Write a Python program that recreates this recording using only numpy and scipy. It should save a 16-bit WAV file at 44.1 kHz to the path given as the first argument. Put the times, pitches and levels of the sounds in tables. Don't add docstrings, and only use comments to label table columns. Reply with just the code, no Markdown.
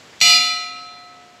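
import sys
import numpy as np
from scipy import signal
from scipy.fft import rfft, irfft
from scipy.io import wavfile
from scipy.ndimage import uniform_filter1d, minimum_filter1d

SR = 44100
rng = np.random.default_rng(int(sys.argv[2]) if len(sys.argv) > 2 else 0)


def elevation(decibels):
    levels = np.asarray(decibels, float)
    return 10 ** (levels / 20)


def master(y):
    cut = np.clip(np.atleast_2d(y).T, -1, 1)
    pcm = np.round(cut * 32767)
    wavfile.write(sys.argv[1], SR, pcm.astype(np.int16))


N = 61739
STRIKE_S, EARLY_S, RISE_S = .2119, .2024, .0014


def read(points, hz):
    f, value = np.transpose(points)
    return np.interp(np.log(hz + 1), np.log(f + 1), value)


def colour(x, points):
    hz = np.fft.rfftfreq(len(x), 1 / SR)
    y = irfft(rfft(x) * elevation(read(points, hz)), len(x))
    return y / np.sqrt(np.mean(y ** 2))


def passed(x, hz, kind, order):
    return signal.sosfilt(signal.butter(order, hz, kind, fs=SR, output="sos"), x)


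def since(s):
    return np.maximum(np.arange(N) / SR - s, 0)


def decay(t, db, t60):
    return elevation(db - 60 * t / t60)


def partials(pitches, table):
    hold_s, bloom_depth, twin_gain_db_per_s = .1, .88, 10
    echo_db, echo_end_s, echo_fade_s = -3, .14, .04
    t, out = since(STRIKE_S), np.zeros(N)
    late = np.maximum(t - hold_s, 0)
    starts = rng.uniform(0, 2 * np.pi, len(table))
    for hz, (db, t60, split, share, bloom), start in zip(pitches, table, starts):
        phase = 2 * np.pi * hz * t + start
        twin_level = np.tanh(share * elevation(twin_gain_db_per_s * t))
        twin = twin_level * np.sin(phase + 2 * np.pi * split * t)
        swell = 1 - bloom_depth * np.exp(-t / bloom)
        out += np.sqrt(2) * decay(late, db, t60) * swell * (np.sin(phase) + twin)
    echoes_end = elevation(echo_db * np.clip((t - echo_end_s) / echo_fade_s, 0, 1))
    return out * np.minimum(t / RISE_S, 1) ** 2 * echoes_end


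# f/Hz, level/dB
SWARM = [(300, -50.5), (1800, -55), (2300, -53), (7900, -46), (8300, -52.5), (13000, -57.5), (15500, -62)]


def swarm(count=110):
    mean_t60_s, spread_db = .51, 3.5
    place, size, life, split = rng.random((count, 4)).T
    hz = 300 + 15100 * place
    db = read(SWARM, hz) + spread_db * 2 * (2 * size - 1)
    t60 = mean_t60_s * (.6 + .8 * life)
    share, bloom = np.full(count, .4), np.full(count, .01)
    return partials(hz, np.c_[db, t60, 2 + 8 * split, share, bloom])


BELL_HZ = [714.6, 1295.2, 1986.5, 2803.5, 2969.5, 3494.3, 3674, 4039, 4121.7, 4395, 4657, 4880, 5314,
           5777.2]
# level/dB, t60/s, split/Hz, twin share/1, bloom/s
BELL = [(-32.5, 2.98, 1, .15, .02), (-20.6, 1.98, 3.3, .07, .08), (-26, 1.6, 1.6, -.4, .002),
        (-22.1, .95, 1.5, .37, .04), (-19.4, .8, 3, .45, .04), (-17.8, .85, 4.1, .22, .04),
        (-30.5, 1.23, 6.4, -.23, .004), (-33.2, 1.52, 9.1, -.45, .002), (-15, 1.25, 1.9, -.15, .001),
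        (-22.5, .85, 8.3, .3, .001), (-30.5, .94, 3.5, .6, .001), (-13.8, .78, 6.8, .27, .06),
        (-31.4, 1.09, 5, .3, .002), (-21, .92, 3, .15, .001)]
LIP_HZ = [6795.5, 7911.5, 2198, 2591, 3199, 5884, 6315, 6691, 7047, 7397, 7736, 7806]
# level/dB, t60/s, split/Hz, twin share/1, bloom/s
LIP = [(-26, .8, 4.3, .3, .004), (-30.6, .79, 3.2, .37, .004), (-34.1, .95, 4.7, .37, .02),
       (-40, .74, 3.4, .6, .004), (-44.2, 1.39, 1.6, .6, .02), (-38.2, 1.12, 1.3, .37, .004),
       (-37.5, .88, 2.4, .37, .1), (-40.6, .85, 4.8, .3, .004), (-33.4, .66, 9.9, -.15, .05),
       (-47.1, 1.2, 7.3, .37, .004), (-39.1, .87, 7.1, .45, .004), (-36.9, .59, 7.5, -.45, .004)]
CROWN_HZ = [8888, 9114, 9284, 10126, 10287, 10372, 10566.5, 11617, 11702, 12608, 13061, 13238, 13884, 14460]
# level/dB, t60/s, split/Hz, twin share/1, bloom/s
CROWN = [(-56.9, 1.13, 5.2, -0.52, 0.004), (-45.7, 0.99, 2.1, -0.6, 0.004), (-45.8, 0.57, 6.9, -0.23, 0.02),
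         (-58.5, 0.76, 9.1, 0.6, 0.004), (-46.3, 0.45, 3.6, 0.15, 0.004), (-39.8, 0.76, 4.3, 0.45, 0.05),
         (-43.4, 0.75, 8.8, 0.45, 0.004), (-51.2, 0.61, 1.8, 0.6, 0.004), (-41.5, 0.73, 1.7, -0.23, 0.004),
         (-57.6, 0.71, 2.9, -0.3, 0.004), (-44.1, 0.72, 3.2, 0.22, 0.004), (-53.6, 0.88, 3.1, 0.15, 0.004),
         (-55.5, 0.62, 9.3, -0.23, 0.02), (-57.3, 0.74, 3.8, 0.37, 0.004)]
WAIST_HZ = [267, 2026, 2372, 2392, 2430, 3497]
# level/dB, t60/s, split/Hz, twin share/1, bloom/s
WAIST = [(-45.5, 1.94, 2.7, -0.65, 0.12), (-27, 0.17, 3.5, .3, 0.0049), (-26.5, 1.34, 9, 0.64, 0.03),
         (-21.5, 0.7, 11.64, -0.71, 0.022), (-24.5, 1.03, 7.2, 0.12, 0.016), (-48, 2.8, 1.8, -0.4, .1)]


def bell():
    body = partials(BELL_HZ, BELL) + partials(LIP_HZ, LIP)
    return body + partials(CROWN_HZ, CROWN) + partials(WAIST_HZ, WAIST) + swarm()


# f/Hz, level/dB
CRACK = [(60, -5.5), (300, -2), (1700, -4), (2300, 3), (7900, -2.5), (8300, -18.5), (13000, -15),
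         (16000, -48)]


def crack():
    t = since(STRIKE_S)
    noise = colour(rng.standard_normal(N), CRACK)
    return noise * decay(t, -10, .02) * np.minimum(t / RISE_S, 1) ** 2


CLANG_HZ = [165, 330, 2065, 2410, 2810, 3500, 4030, 4600, 5850, 6800, 7780, 10350, 11750]
# level/dB, t60/s
CLANG = [(-31, .03), (-40, .03), (-18, .04), (-11, 0.039), (-15.5, 0.052), (-19.5, 0.061), (-16.5, 0.031),
         (-20.5, 0.034), (-19.5, 0.032), (-41, 0.024), (-21.5, .03), (-50, 0.018), (-32, 0.037)]


def clang():
    t, out = since(STRIKE_S), np.zeros(N)
    for hz, (db, t60) in zip(CLANG_HZ, CLANG):
        swell = 1 - decay(t, 0, t60)
        out += decay(t, db, t60) * swell * 2 * np.sin(2 * np.pi * hz * t)
    return out


# f/Hz, level/dB, t60/s
PING = [
    (2306, -9.5, 0.035),
    (4685, -8.5, 0.028),
    (7170, -22, 0.017),
]


def ping():
    t, out = since(STRIKE_S), np.zeros(N)
    for hz, db, t60 in PING:
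        out += decay(t, db, t60) * np.sin(2 * np.pi * hz * t)
    return out * np.minimum(t / RISE_S, 1)


def early_path(direct):
    lead = np.roll(direct, round((EARLY_S - STRIKE_S) * SR))
    return passed(lead * decay(since(EARLY_S), -14, .072), 3500, "high", order=3)


# f/Hz, t60/s
STREET = [(100, 0.58), (400, 0.9), (1800, 1.19), (4800, 0.98), (12800, 0.4)]


def street(x):
    hold_s = .05
    hz, t, z = signal.stft(rng.standard_normal(N), SR, nperseg=256)
    late = np.maximum(t - hold_s, 0)
    fading = z * decay(late, 0, read(STREET, hz)[:, None])
    tail = signal.istft(fading, SR, nperseg=256)[1]
    return signal.fftconvolve(x, tail / np.linalg.norm(tail))[:N]


# f/Hz, level/dB (per Hz)
HUSH = [(30, -28), (100, -3.5), (570, -3.5), (1000, -6), (3000, -7.5), (7700, -16.5), (8500, -26.5),
        (16000, -39)]


def hush():
    level_db, patch_db, duck_db, duck_s = -45.5, .8, -4.5, .6
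    z = signal.stft(colour(rng.standard_normal(N + 2048), HUSH), nperseg=512)[2]
    patch = uniform_filter1d(rng.standard_normal(z.shape), size=8, axis=0)
    patch = uniform_filter1d(patch, size=8, axis=1)
    x = signal.istft(z * elevation(patch_db * patch / patch.std()), nperseg=512)[1][:N]
    return x * elevation(level_db + duck_db * np.minimum(since(STRIKE_S) / duck_s, 1))


def scene():
    hammer_dry_db, hammer_wet_db, bell_wet_db = 2.5, 7.5, -24
    ringing = bell()
    hammer = crack() + clang()
    direct = ringing + elevation(hammer_dry_db) * hammer + ping()
    wet = street(elevation(hammer_wet_db) * hammer + elevation(bell_wet_db) * ringing)
    strike = direct + wet + early_path(direct)
    return (passed(strike, 105, "high", order=4) + hush())[None]


def roll_off(x):
    return signal.sosfilt(signal.butter(12, 16470, fs=SR, output="sos"), x)


def record(dry):
    limit_db, recover_db_per_s = -.1, 60
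    x = passed(dry, 15600, "low", order=12)
    peak_db = -minimum_filter1d(-20 * np.log10(abs(x[0]) + 1e-9), size=201)
    fall = np.arange(N) * recover_db_per_s / SR
    held_db = np.maximum.accumulate(peak_db + fall) - fall
    over_db = np.maximum(held_db - limit_db, 0)
    mix = x / elevation(uniform_filter1d(over_db, size=200))
    return roll_off(mix)


dry = scene()
out = record(dry)
master(out)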